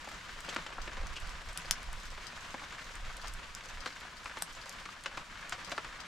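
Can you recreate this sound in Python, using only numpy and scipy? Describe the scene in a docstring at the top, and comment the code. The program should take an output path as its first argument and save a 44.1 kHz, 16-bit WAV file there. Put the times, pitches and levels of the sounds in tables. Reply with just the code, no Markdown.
"""Throughout: rain around a block-walled shelter, a noise wash with impact patter on a plastic sheet and fine ticks.
A breeze (low noise) settles slowly under it; the rain swells at 0.5 s as modal drips and ember snaps set in.
Gusts of the same low noise push the microphone from 0.75 to about 3.9 s and again at 5.1 s.
The sharpest snap comes at 1.7 s; heavy drips crowd the last two seconds. Each hit gets a short wall tail."""
import sys
import numpy as np
from scipy import signal
from scipy.fft import rfft, irfft, next_fast_len
from scipy.io import wavfile
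from scipy.ndimage import map_coordinates

SR = 44100
rng = np.random.default_rng(int(sys.argv[2]) if len(sys.argv) > 2 else 0)


def digitize_waveform(pressure):
    """Quantize a signal to 16-bit integers and store it at the path in sys.argv[1].

    Rows of a 2-D input are taken as channels; values are limited to [-1, 1].
    """
    field = np.atleast_2d(pressure).T
    bounded = np.clip(field, -1, 1)
    quanta = np.round(bounded * 32767).astype(np.int16)
    wavfile.write(sys.argv[1], SR, quanta)


N = 267687

# rain level curves, relative: time_s, patter_db, spray_db
RAIN_LEVELS = [(0.0, -49.5, -48), (0.35, -50, -46.5), (0.52, -45.5, -45), (0.78, -49.5, -51),
               (1.2, -50, -46), (1.95, -50, -48.5), (2.3, -50.3, -46), (2.85, -49.5, -47.5),
               (3.3, -50.5, -47), (3.9, -50.5, -49), (4.55, -51.5, -47), (5.1, -51.5, -49.5),
               (5.6, -48.5, -47.5), (6.07, -50.3, -48.5)]
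# spectrum of the rain wash: freq_hz, relative_density_db
WASH_SPECTRUM = [(60, 2), (130, -2), (170, 1), (260, -5), (430, -7.5), (620, -5), (840, -8.5), (930, 1.5),
                 (1550, 1), (3000, -4), (7400, -14.5), (9600, -23), (12400, -28), (15000, -37.5)]
# spectrum of one sheet tap: freq_hz, gain_db
SHEET_COLOUR = [(150, -21.5), (500, -5), (1000, -5.5), (1600, -3), (3000, -7), (7000, -10.5), (10000, -25),
                (15000, -40)]
# spectrum of one tick: freq_hz, gain_db
TICK_COLOUR = [(1000, -24), (3000, -9), (7500, -2), (10000, -15), (12500, -11), (15000, -39)]
# heavy drips on the sheet: start_s, relative_level_db, ring_hz, second_ring_hz, thud_db, splash_db
# (thud and splash relative to the level)
DRIPS_ON_SHEET = [(0.0736, -39, 715, 333, 4, -12), (0.4832, -35.5, 563, 440, 3.5, -22),
                  (0.4888, -38.5, 3220, 7000, 3, -1), (0.532, -45, 1900, 3700, -1, -5),
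                  (0.562, -27, 1250, 2350, 1.5, -12), (0.6639, -35, 1510, 3030, -7, -9.5),
                  (0.782, -33.5, 700, 1390, -2.5, -31), (0.8758, -35, 510, 2220, 1, -15),
                  (0.9701, -36, 960, 480, -1, -14), (1.032, -41, 560, 1800, 2, -14),
                  (1.158, -44, 2500, 3380, 3, -1.5), (1.165, -42, 2500, 2900, 5, -0.5),
                  (2.177, -39.5, 1050, 620, -5, -15), (2.5419, -33.5, 970, 1650, 5, -15),
                  (2.6177, -36.5, 1150, 250, -3, -25), (2.722, -40.5, 1500, 2600, -18, -7.5),
                  (3.245, -36.5, 990, 1450, -8, -17), (3.8595, -29, 1460, 4000, -1, -9.5),
                  (3.8715, -37.5, 1450, 3800, -4, -6.5), (4.2575, -35, 1190, 2400, -5, -11),
                  (4.371, -34, 685, 1260, -3.5, -12), (4.8546, -38.5, 1220, 2300, 1, -6.5),
                  (4.8888, -40, 1450, 1000, -6, -14), (5.0593, -26.5, 1500, 2680, -5.5, -12),
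                  (5.113, -39, 1400, 2500, -11, -18), (5.1735, -32.5, 1120, 2500, -3.5, -10.5),
                  (5.5229, -29.5, 1400, 800, -4.5, -9), (5.5277, -36, 1530, 5400, -2, -8),
                  (5.7172, -29, 685, 1500, 0.5, -7), (5.7788, -28, 1190, 1650, 1, -13.5),
                  (5.8454, -35.5, 1110, 1690, -4, -10.5), (5.926, -42.5, 1600, 2400, -10, -9)]
# ember snaps: start_s, relative_level_db, pitch_hz, log_knock_db (knock relative to the crack)
EMBER_SNAPS = [(0.4055, -37.5, 7450, -9), (0.5478, -35.5, 4410, -14), (1.07, -35.5, 6330, -23),
               (1.2015, -43, 7000, -16), (1.2732, -41, 3980, -14), (1.531, -41, 8000, -16),
               (1.575, -24, 10000, -19), (1.7103, -12, 3620, -15), (1.8302, -42.5, 9000, -16),
               (1.93, -37.5, 7500, -1), (2.9552, -37.5, 3600, -12), (3.1687, -37, 6640, -18),
               (3.2818, -34.5, 5500, -18), (3.338, -38, 11000, -14), (3.5502, -30, 6450, -18),
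               (3.6585, -40.5, 7000, -14), (4.245, -44, 8500, -16), (4.388, -44, 9500, -16),
               (4.422, -27, 1500, -1.5), (4.4233, -20.5, 9200, -9), (4.533, -48, 3200, -17),
               (4.6943, -31.5, 5770, -16), (5.038, -38, 7590, -21), (5.4953, -32, 8470, -12)]
# spectrum of a wood crack: freq_hz, gain_db
CRACK_COLOUR = [(200, -10), (1000, -14), (1700, 1), (2600, 4), (8500, 2), (10000, -3), (12500, -5),
                (15000, -21)]
# gusts on the microphone: start_s, relative_level_db, hold_s
WIND_GUSTS = [(0.752, -44.5, 0.34), (1.197, -43, 0.098), (1.422, -47.5, 0.08), (1.629, -45.5, 0.054),
              (1.84, -42, 0.09), (2.033, -42.5, 0.03), (2.823, -55, 0.18), (2.954, -48.5, 0.17),
              (3.18, -49.5, 0.26), (3.66, -56, 0.12), (5.114, -56.5, 0.07)]
# spectrum of the draught: freq_hz, relative_density_db
RUMBLE_SPECTRUM = [(8.8, -34), (15, 10), (35, 3), (85, -11), (130, -21.5), (220, -35), (290, -56),
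                   (480, -120)]
# left-right correlation of rain wash and draught: freq_hz, correlation (no unit)
STEREO_LIKENESS = [(100, 0.93), (500, 0.68), (1200, 0.79), (2400, 0.4), (5000, 0.75), (9000, 0.62),
                   (13000, 0.067)]
# decay of the wall answer: freq_hz, t60_s
WALL_DECAY = [(200, 0.2), (1500, 0.07), (5000, 0.12), (12000, 0.083)]

TOP_HZ = 15850
HIT_SIZE = 8192  # samples
HIT_S = np.arange(HIT_SIZE) / SR
HIT_HZ = np.fft.rfftfreq(HIT_SIZE, 1 / SR)

SLAP_DB, SLAP_DB_PER_SPLASH_DB = 3, 0.57  # slap at 2.8 kHz grows with the splash
DRIP_ECHO_S, DRIP_ECHO_DB = 0.0036, -1.5  # mean delay and strength of the nearest wall's return
DRIP_T60_S = 0.02  # shortest tap
SHEET_LAG_S = 0.001214  # travel time of a 1 kHz ripple across the sheet
FIRE_PAN_DB = 3  # left minus right
LOG_HZ, LOG_Q = 1030, 1.5  # knock of a splitting log
BOOM_HZ, BOOM_DB = 170, -22.5  # hollow note of the shelter, relative to the crack
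GUST_ATTACK_S, GUST_RELEASE_S = 0.03, 0.04
BREEZE_DB, BREEZE_FALL_DB_PER_S = -58.5, 0.77  # relative level at the start; settling rate


def amp(db):
    """Decibels to gain."""
    return 10 ** (np.asarray(db) / 20)


def unit(x):
    """Scale to rms 1."""
    return x / np.sqrt(np.mean(x ** 2) + 1e-20)


def blow(x):
    """Scale to the energy of one millisecond at rms 1."""
    return x * np.sqrt(SR / 1000 / np.sum(x ** 2))


def along(points, hz):
    """Interpolate (Hz, value) points on a log-frequency axis."""
    point_hz, value = np.transpose(points)
    return np.interp(np.log(hz + 1), np.log(point_hz + 1), value)


def curves(rows):
    """One value per sample for each column after the time."""
    time_s, *columns = np.transpose(rows)
    return [np.interp(np.arange(N) / SR, time_s, column) for column in columns]


def wobble(knots_per_s):
    """Smooth random curve through normal knots."""
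    knots = rng.standard_normal(int(N * knots_per_s / SR) + 4)
    return map_coordinates(knots, [np.arange(N) * knots_per_s / SR])


def filtered(x, response):
    """Multiply the spectrum of x by a function of frequency."""
    size = next_fast_len(N + SR // 2)
    spectrum = rfft(x, size) * response(np.fft.rfftfreq(size, 1 / SR))
    return irfft(spectrum, size)[..., :N]


def resonance(hz, q):
    """Causal response of one damped mode."""
    damping = 1j * HIT_HZ * hz / q
    return damping / (hz ** 2 - HIT_HZ ** 2 + damping)


def delay(seconds):
    """Response of a longer path: linear phase."""
    return np.exp(-2j * np.pi * HIT_HZ * seconds)


def causal(points):
    """Minimum-phase response through (Hz, dB) points, by folding the cepstrum."""
    cepstrum = irfft(np.log(amp(along(points, HIT_HZ))))
    cepstrum[1:HIT_SIZE // 2] *= 2
    cepstrum[HIT_SIZE // 2 + 1:] = 0
    return np.exp(rfft(cepstrum))


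def burst(t60_s, rough):
    """Spectrum of a sharp push with a quickly dying rattle."""
    rattle = unit(rng.standard_normal(HIT_SIZE) * amp(-60 * HIT_S / t60_s))
    push = rough * rattle / np.sqrt(HIT_SIZE)
    push[0] += 1
    return rfft(push)


def spread(pair, spectrum):
    """Two unrelated signals to coloured stereo of rms 1, correlated by STEREO_LIKENESS."""
    def mid_side(hz):
        angle = np.arccos(np.clip(along(STEREO_LIKENESS, hz), -1, 1)) / 2
        return amp(along(spectrum, hz)) * [np.cos(angle), np.sin(angle)]

    mid, side = filtered(pair, mid_side)
    return unit(np.array([mid + side, mid - side]))


def in_shelter(hit, pan_db, wet_db, width):
    """Pan a hit by level and add a wall answer: noise decaying at its own rate in each band."""
    hz, time_s, noise = signal.stft(rng.standard_normal((2, HIT_SIZE)), SR, nperseg=256)
    decay = amp(-60 * time_s / along(WALL_DECAY, hz)[:, None])
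    mid, side = signal.istft(noise * decay, SR, nperseg=256)[1]
    onset = 1 - np.exp(-HIT_S / 0.002)
    tail = np.array([mid + width * side, mid - width * side]) * onset
    tail = tail / np.linalg.norm(tail[0])
    answer = signal.fftconvolve(hit[None], tail, axes=1)[:, :HIT_SIZE]
    return (hit + amp(wet_db) * answer) * amp([[pan_db / 2], [-pan_db / 2]])


def add(out, start_s, sound):
    """Mix a stereo hit in at its start time."""
    start = int(np.clip(round(start_s * SR), 0, N - 1))
    out[:, start:start + HIT_SIZE] += sound[:, :N - start]


def drops(per_second, scatter_db):
    """Impacts at random moments, most weak and a few strong: capped exponential in dB."""
    count = int(per_second * N / SR)
    when, strength = rng.random((count, 2)).T
    size = amp(scatter_db * np.minimum(-np.log(1 - strength), 3))
    return np.bincount((when * N).astype(int), size, N)[:N]


def rain():
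    """Far drops merge into a wash; nearer ones patter on the sheet and tick on the wet ground."""
    patter_db, spray_db = curves(RAIN_LEVELS)
    wash = spread(rng.standard_normal((2, N)), WASH_SPECTRUM)
    spray = filtered(wash, lambda hz: hz ** 2 / (hz ** 2 + 3500 ** 2))
    body = (wash - spray) * amp(patter_db + 1 + 2.05 * wobble(45))
    spray = spray * amp(spray_db - 1.54 + 1.87 * wobble(60))
    return body + spray + amp(patter_db - 3.0) * patter() + amp(spray_db - 13.0) * ticks()


def patter(spots=12):
    """Small drops hit many spots of the sheet, each with its own mode pitch and path to the ear."""
    out = np.zeros((2, N))
    for pitch, side in rng.standard_normal((spots, 2)):
        tone = causal(SHEET_COLOUR) * (0.11 + resonance(1500 * 2 ** (.55 * pitch), q=1.45))
        tap = blow(irfft(burst(t60_s=0.031, rough=3.0) * tone))
        path = in_shelter(tap, 1 + 1.7 * side, wet_db=-4.5, width=0.33)
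        impacts = drops(per_second=8, scatter_db=3.0)
        out += signal.fftconvolve(impacts[None], path, axes=1)[:, :N]
    return unit(out)


def ticks(spots=10):
    """Fine bright impacts, one broad mode per spot, widely panned."""
    out = np.zeros((2, N))
    for pitch, side in rng.standard_normal((spots, 2)):
        tone = causal(TICK_COLOUR) * resonance(4600 * 2 ** (.5 * pitch), q=1.15)
        tick = blow(irfft(burst(t60_s=0.0055, rough=2.7) * tone))
        path = in_shelter(tick, 1 + 8.1 * side, wet_db=0.5, width=0.83)
        impacts = drops(per_second=10, scatter_db=8.5)
        out += signal.fftconvolve(impacts[None], path, axes=1)[:, :N]
    return unit(out)


def drips():
    """A heavy drip thumps the sheet, rings two modes and splashes; the wall repeats it in milliseconds."""
    out = np.zeros((2, N))
    # dispersive sheet: low ripples arrive later
    ripple = np.exp(-4j * np.pi * SHEET_LAG_S * np.sqrt(1000 * HIT_HZ))
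    for start_s, level_db, ring_hz, second_hz, thud_db, splash_db in DRIPS_ON_SHEET:
        slap_db = SLAP_DB + SLAP_DB_PER_SPLASH_DB * splash_db
        colour = [(120, thud_db - 9.5), (300, thud_db), (600, thud_db - 1), (1000, 1.5), (1700, -2.5),
                  (2800, slap_db), (5500, splash_db), (7600, splash_db - 4.0),
                  (9500, splash_db - 16.5), (15000, splash_db - 31)]
        ring = (.7 + resonance(ring_hz, q=3.5)) * (1 + .9 * resonance(second_hz, q=4.5))
        echo_s = DRIP_ECHO_S * (1 + .06 * rng.uniform(-1, 1))
        # a drip that is mostly slap breaks up, and its droplets scatter for longer
        breakup_db = max(slap_db + 3, 0)
        t60_s = DRIP_T60_S + .007 * breakup_db
        rough = .8 + .3 * breakup_db
        direct = burst(t60_s, rough)
        echo = amp(DRIP_ECHO_DB) * burst(t60_s, rough) * delay(echo_s)
        strike = rfft(blow(irfft(direct + echo)))
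        tap = irfft(strike * ripple * causal(colour) * ring)
        placed = in_shelter(tap, pan_db=1.8, wet_db=-8, width=.5)
        add(out, start_s, amp(level_db + 13.0) * placed)
    return out


def embers():
    """Charred wood splits with a dry crack, returned by the ground; the log knocks, the shelter booms."""
    out = np.zeros((2, N))
    knock = blow(irfft(resonance(LOG_HZ, LOG_Q) * resonance(LOG_HZ, q=.6) * delay(.0004)))
    boom = amp(BOOM_DB) * blow(irfft(resonance(BOOM_HZ, q=4) ** 2))
    for start_s, level_db, pitch_hz, knock_db in EMBER_SNAPS:
        split = burst(t60_s=.005, rough=1.3)
        ground = .22 * burst(t60_s=.007, rough=1.2) * delay(.0012)
        # a small piece radiates little well below its own pitch
        splinter = 1j * HIT_HZ / (1j * HIT_HZ + .5 * pitch_hz)
        wood = (0.75 + resonance(pitch_hz, q=3.1)) * splinter * causal(CRACK_COLOUR)
        crack = blow(irfft((split + ground) * wood))
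        snap = crack + amp(knock_db) * knock + boom
        placed = in_shelter(snap, FIRE_PAN_DB, wet_db=-8, width=1.1)
        add(out, start_s, amp(level_db - 4.5) * placed)
    return out


def draught():
    """Slow eddies push on the microphone: low noise as a faint breeze, and gusts that rise, hold and die."""
    time_s = np.arange(N) / SR
    power = amp(BREEZE_DB - BREEZE_FALL_DB_PER_S * time_s) ** 2
    for start_s, level_db, hold_s in WIND_GUSTS:
        rise = np.clip((time_s - start_s) / GUST_ATTACK_S, 0, 1)
        fall = np.exp(-np.maximum(time_s - start_s - GUST_ATTACK_S - hold_s, 0) / GUST_RELEASE_S)
        power = power + (amp(level_db) * rise * fall) ** 2
    flutter = amp(2.0 + 2.9 * wobble(16))
    return np.sqrt(power) * flutter * spread(rng.standard_normal((2, N)), RUMBLE_SPECTRUM)


def scene():
    """Sum of the sources: rain a little to the left, draught to the right."""
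    return rain() * amp([[.4], [-.4]]) + drips() + embers() + draught() * amp([[-1], [1]])


def record(dry):
    """Band limit: nothing passes at or above TOP_HZ."""
    return filtered(dry, lambda hz: hz < TOP_HZ)


dry = scene()
out = record(dry)
digitize_waveform(out)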